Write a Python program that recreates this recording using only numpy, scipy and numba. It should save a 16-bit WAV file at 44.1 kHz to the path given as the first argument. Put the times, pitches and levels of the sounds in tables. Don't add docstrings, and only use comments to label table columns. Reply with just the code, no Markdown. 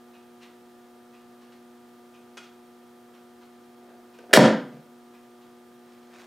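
import sys
import numpy as np
from scipy import signal
from scipy.fft import rfft, irfft
from scipy.io import wavfile
from numba import njit

SR = 44100
rng = np.random.default_rng(int(sys.argv[2]) if len(sys.argv) > 2 else 0)


def to_wav(s):
    ch = np.atleast_2d(s).T
    pcm = np.round(np.clip(ch, -1, 1) * 32767)
    wavfile.write(sys.argv[1], SR, pcm.astype(np.int16))


N = 276110
T = np.arange(N) / SR

# frequency in Hz, level in dB.
CRACK_TONE = [(30, -33), (120, -13.5), (300, 7), (600, 7), (1100, -4), (1780, 2), (2150, -6), (2750, -3),
              (4700, -7), (7000, -11.5), (9300, -11), (12000, -21.5), (16000, -23)]


def undb(db):
    return 10 ** (np.asarray(db) / 20)


def unit(x):
    return x / np.sqrt(np.mean(x ** 2))


def at_hz(points, hz):
    frequencies, values = np.transpose(points)
    return np.interp(np.log(hz + 1), np.log(frequencies), values)


def through(x, response):
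    return signal.oaconvolve(x, response)[:N]


def colour(tone, size=4096):
    cepstrum = irfft(np.log(undb(at_hz(tone, np.linspace(0, SR / 2, size // 2 + 1)))))
    cepstrum[1:size // 2] *= 2
    cepstrum[size // 2 + 1:] = 0
    response = irfft(np.exp(rfft(cepstrum)))
    return response / np.linalg.norm(response)


def low_cut(x, hz, order):
    return signal.sosfilt(signal.butter(order, hz, "high", fs=SR, output="sos"), x)


def fade(t, t60):
    return np.exp(-np.log(1000) * t / t60)


def swell(peak_s, db, attack_s, release_s):
    return undb(db - 20 * np.maximum((peak_s - T) / attack_s, (T - peak_s) / release_s))


def ring(notes, t=T[:SR]):
    return sum(undb(db) * fade(t, t60) * np.sin(2 * np.pi * hz * t) for hz, db, t60 in notes)


def rub(loudness, tone):
    return through(loudness * rng.standard_normal(N), colour(tone))


def bursts(rows, tone):
    loudness = np.zeros(N)
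    for s, db, t60 in rows:
        start = int(s * SR)
        t = T[:min(SR, N - start)]
        loudness[start:start + len(t)] += undb(db) * fade(t, t60)
    return rub(loudness, tone)


def clinks(rows, tone, ring_db, width_hz):
    out = 0
    for s, db, t60, hz in rows:
        click = bursts([(s, db, t60)], tone)
        ringing = signal.lfilter(*signal.iirpeak(hz, hz / width_hz, fs=SR), click)
        out = out + click + undb(ring_db) * ringing
    return out


def pushes(rows):
    force = np.zeros(N)
    for s, db, contact_s in rows:
        start, length = int(s * SR), max(int(contact_s * SR), 2)
        pulse = np.sin(np.pi * (np.arange(length) + .5) / length)
        force[start:start + length] += undb(db) * pulse / pulse.sum()
    return force


def workshop(build_s=0.0035, bands=16):
    # frequency in Hz, fade time in seconds.
    fade_times = [(100, .42), (250, .5), (600, 0.43), (1500, 0.43), (4000, 0.4), (8000, .3), (11000, .235),
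                  (15000, 0.19)]
    t, hz = T[:SR], np.arange(SR // 2 + 1)
    noise = rfft(rng.standard_normal(SR))
    edges = np.r_[0, np.geomspace(100, SR / 2, bands)]
    tail = 0
    for low, high in zip(edges, edges[1:]):
        band = irfft(noise * ((hz >= low) & (hz < high)), SR)
        tail = tail + band * fade(t, at_hz(fade_times, (low + high) / 2))
    tail *= 1 - np.exp(-(t / build_s) ** 2)
    return tail / np.linalg.norm(tail)


def air(mid_db=-59.5, side_db=-65):
    # frequency in Hz, level in dB.
    mid_tone = [(25, -34.5), (70, -10.5), (130, -3), (250, 2.5), (550, 1), (1000, -3.5), (1700, -5),
                (2300, -11), (3800, -12.5), (6000, -16.5), (10000, -20.5), (14000, -25.5), (16000, -46.5)]
    side_tone = [(40, 3), (90, -7), (180, -5), (700, -1.5), (1400, -10), (2800, -15), (5600, -22),
                 (11000, -36.5), (15000, -42)]
    return rub(undb(mid_db), mid_tone), rub(undb(side_db), side_tone)


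def charger(mains_hz=60.0, hum_db=-51.5, buzz_db=-73, sizzle_db=-11, waver_db=-0.45, tick_s=0.0029):
    # multiple of twice the mains frequency, relative level in dB.
    hum_notes = [(1, -25), (2, -1), (3, -2.5), (4, -13), (6, -9), (7, -19.5), (8, -21), (9, -34),
                 (10, -13.5), (11, -20.5), (12, -24), (15, -27.5), (27, -25.5)]
    # pitch in Hz, relative level in dB, fade time in seconds.
    tick_notes = [(9190, -7.5, 0.0051), (10150, -7, 0.0018), (11300, -8.5, 0.0035), (13870, -1, 0.003)]
    hum = 0
    for multiple, db in hum_notes:
        waver = np.interp(T, np.linspace(0, T[-1], 20), rng.standard_normal(20))
        cycles = multiple * 2 * mains_hz * T + rng.random()
        hum = hum + undb(db + waver_db * waver) * np.sin(2 * np.pi * cycles)
    since_tick = (T - tick_s) % (1 / (2 * mains_hz))
    buzz = ring(tick_notes, since_tick)
    sizzle = through(fade(since_tick, t60=.002) * rng.standard_normal(N), ring(tick_notes))
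    return undb(hum_db) * unit(hum) + undb(buzz_db) * (unit(buzz) + undb(sizzle_db) * unit(sizzle))


def clock(room, period_s=1.0, t60=.07, direct_db=-8, room_db=2):
    # first start in seconds, level in dB, ring pitch in Hz.
    tick_tock = [(.135, -55, 2550), (.41, -55.5, 4200)]
    # frequency in Hz, level in dB.
    tick_tone = [(200, -34), (700, 0.5), (1100, 7), (1900, -1), (2900, 2), (4200, -5.5), (6500, -10.5),
                 (12000, -23.5)]
    beats = [(s, db, t60, hz) for first, db, hz in tick_tock for s in np.arange(first, T[-1], period_s)]
    ticks = clinks(beats, tick_tone, ring_db=1.5, width_hz=200)
    return undb(direct_db) * ticks + undb(room_db) * through(ticks, room)


def sleeve(grain_db=3, slip_samples=120):
    # loudest moment in seconds, level in dB.
    brushes = [(5.92, -63.5), (6.2, -54)]
    # frequency in Hz, level in dB.
    cloth_tone = [(100, -16), (500, 0), (1000, 1), (1900, 0), (3000, -6), (6500, -11.5), (10000, -22),
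                  (15000, -32)]
    slips = np.repeat(rng.standard_normal(N // slip_samples + 1), slip_samples)[:N]
    rustle = rub(undb(grain_db * slips), cloth_tone)
    return unit(rustle) * sum(swell(s, db, attack_s=0.16, release_s=0.43) for s, db in brushes)


def handling(room, click_t60=.05, nudge_t60=.08, room_db=-4):
    # start in seconds, level in dB, ring pitch in Hz.
    click_times = [(1.522, -59, 1620), (2.3716, -39.5, 2530), (2.3764, -41, 3330), (2.384, -49, 1330),
                   (2.433, -55, 1320), (4.187, -52, 1570)]
    # loudest moment in seconds, level in dB.
    scrape_times = [(.432, -50), (1.53, -60), (2.443, -54)]
    # start in seconds, level in dB.
    nudge_times = [(4.187, -46), (4.238, -47.5), (4.294, -43), (4.308, -40.5)]
    # frequency in Hz, level in dB.
    switch_tone = [(100, -31), (400, 5.5), (950, -4), (1320, 2.5), (1900, -2), (2550, 0.5), (2900, -1),
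                   (3330, 0), (4200, -7), (5150, -4), (7000, -9.5), (10000, -16.5), (15000, -38)]
    scrape_tone = [(400, -9), (1500, 6), (3400, 3.5), (5500, -4), (9000, -13), (15000, -28)]
    loading_tone = [(80, -33.5), (250, -6), (420, -2.5), (750, -5.5), (1100, -19), (1600, -15),
                    (2400, -27.5), (8000, -48.5)]
    click_rows = [(s, db, click_t60, hz) for s, db, hz in click_times]
    clicks = clinks(click_rows, switch_tone, ring_db=10.5, width_hz=120)
    scraping = sum(swell(s, db, attack_s=.025, release_s=.045) for s, db in scrape_times)
    scrapes = rub(scraping, scrape_tone)
    slide = rub(swell(peak_s=3.9, db=-55.5, attack_s=.22, release_s=.3), loading_tone)
    nudges = bursts([(s, db, nudge_t60) for s, db in nudge_times], loading_tone)
    direct = clicks + scrapes + slide + nudges
    return direct + undb(room_db) * through(direct, room)


def coil_pulses(count=8, fire_s=4.3309, travel_s=.0075, first_db=-9.5, growth_db=5.5):
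    speed = np.sqrt(np.linspace(0, 1, count))
    return list(zip(fire_s + travel_s * speed, first_db + growth_db * speed))


def launch(room, crack_db=-5, crack_t60=.014, barrel_db=-11, room_db=1, barrel_room_db=-9):
    # pitch in Hz, level in dB, fade time in seconds.
    barrel_notes = [(390, -9, 0.13), (1710, -7.5, .08), (1804, 4, .035), (2470, -5, .025),
                    (2790, -0.5, .035), (3750, -6, .03), (4630, -7, .025), (7520, -13, .012),
                    (8600, -7.5, 0.0097)]
    # start in seconds, level in dB, fade time in seconds.
    sparks = [(4.3502, -11.5, 0.0044)]
    # frequency in Hz, level in dB.
    spark_tone = [(200, -22.5), (6000, -11.5), (8200, -9.5), (9500, 7.5), (11000, -9.5), (15000, -20.5)]
    crack = undb(crack_db) * bursts([(s, db, crack_t60) for s, db in coil_pulses()], CRACK_TONE)
    jerks = pushes([(s, db, 2 / SR) for s, db in coil_pulses()])
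    barrel = undb(barrel_db) * through(jerks, ring(barrel_notes))
    echo = through(undb(room_db) * crack + undb(barrel_room_db) * barrel, room)
    return low_cut(crack + barrel + echo, hz=150.5, order=2) + bursts(sparks, spark_tone)


def backstop(room, contact_s=0.00051, softening=.39, boom_db=-17, boom_room_db=-17, smack_db=-14,
             smack_t60=.015, crunch_db=-7, crunch_t60=0.032, crunch_growth=1.2, crunch_room_db=1.0):
    # start in seconds, strength in dB.
    blows = [(4.3735, 4), (4.3918, -8.5), (4.4096, -5.5), (4.4396, -6.5), (4.4569, -8), (4.67, -35),
             (4.725, -32.5), (4.768, -34)]
    # pitch in Hz, level in dB, fade time in seconds.
    panel_notes = [(146, 4, .22), (158.4, 0.5, 0.39), (208.1, -6, 0.59), (221.3, -0.5, 0.25),
                   (245.6, -1, 0.65), (272.5, 2, .26), (305, 2, .15), (363, -2, 0.13), (385, -5.5, 0.23),
                   (491.6, 4.5, 0.31), (531, 1.5, .36), (584.2, 5.5, 0.28), (605.8, 4, .22),
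                   (749, -0.5, 0.2), (762, -2, 0.07)]
    # frequency in Hz, level in dB.
    crunch_tone = [(30, -28.5), (118, -28), (136, 0.5), (160, 0), (183, -2.5), (215, 4.5), (300, 2),
                   (420, -1), (590, 4.5), (1000, -6.5), (1600, -4.5), (2400, -14), (4500, -23.5),
                   (8000, -30.5), (15000, -56)]
    force = pushes([(s, db, contact_s * undb(-softening * db)) for s, db in blows])
    boom = undb(boom_db) * through(force, ring(panel_notes))
    crunch_rows = [(s, crunch_growth * db, crunch_t60) for s, db in blows]
    crunch = undb(crunch_db) * bursts(crunch_rows, crunch_tone)
    smack = bursts([(blows[0][0], smack_db, smack_t60)], CRACK_TONE)
    echo = through(undb(crunch_room_db) * crunch + undb(boom_room_db) * boom, room)
    return low_cut(boom + crunch + smack + echo, hz=130, order=14)


def scene():
    # frequency in Hz, level of side compared with mid in dB.
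    width = [(120, -45.5), (250, -41), (500, -28.5), (1000, -25), (2000, -21.5), (4000, -17.5), (8000, -16),
             (14000, -19.5)]
    room = workshop()
    events = launch(room) + backstop(room) + handling(room) + clock(room) + sleeve()
    air_mid, air_side = air()
    scatter = rng.standard_normal(SR) * fade(T[:SR], t60=0.1)
    side_gain = undb(at_hz(width, np.arange(SR // 2 + 1)))
    scatter = irfft(rfft(scatter / np.linalg.norm(scatter)) * side_gain)
    mid = air_mid + events
    side = air_side + through(events, scatter[:SR // 8])
    return np.array([mid + side, mid - side]) + charger()


@njit
def follow(x, attack, release):
    out, level = np.empty(len(x)), 0.
    for i in range(len(x)):
        level += (x[i] - level) * (attack if x[i] > level else release)
        out[i] = level
    return out


def record(dry, limit_db=-5.0, attack_s=.0012, release_s=0.039, top_hz=15800):
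    peak = follow(np.abs(dry).max(axis=0), 1 / (attack_s * SR), 1 / (release_s * SR))
    gain = np.minimum(1, undb(limit_db) / (peak + 1e-9))
    held = np.clip(dry * gain, -1, 1)
    return signal.sosfilt(signal.ellip(10, .2, 80, top_hz, fs=SR, output="sos"), held)


dry = scene()
out = record(dry)
to_wav(out)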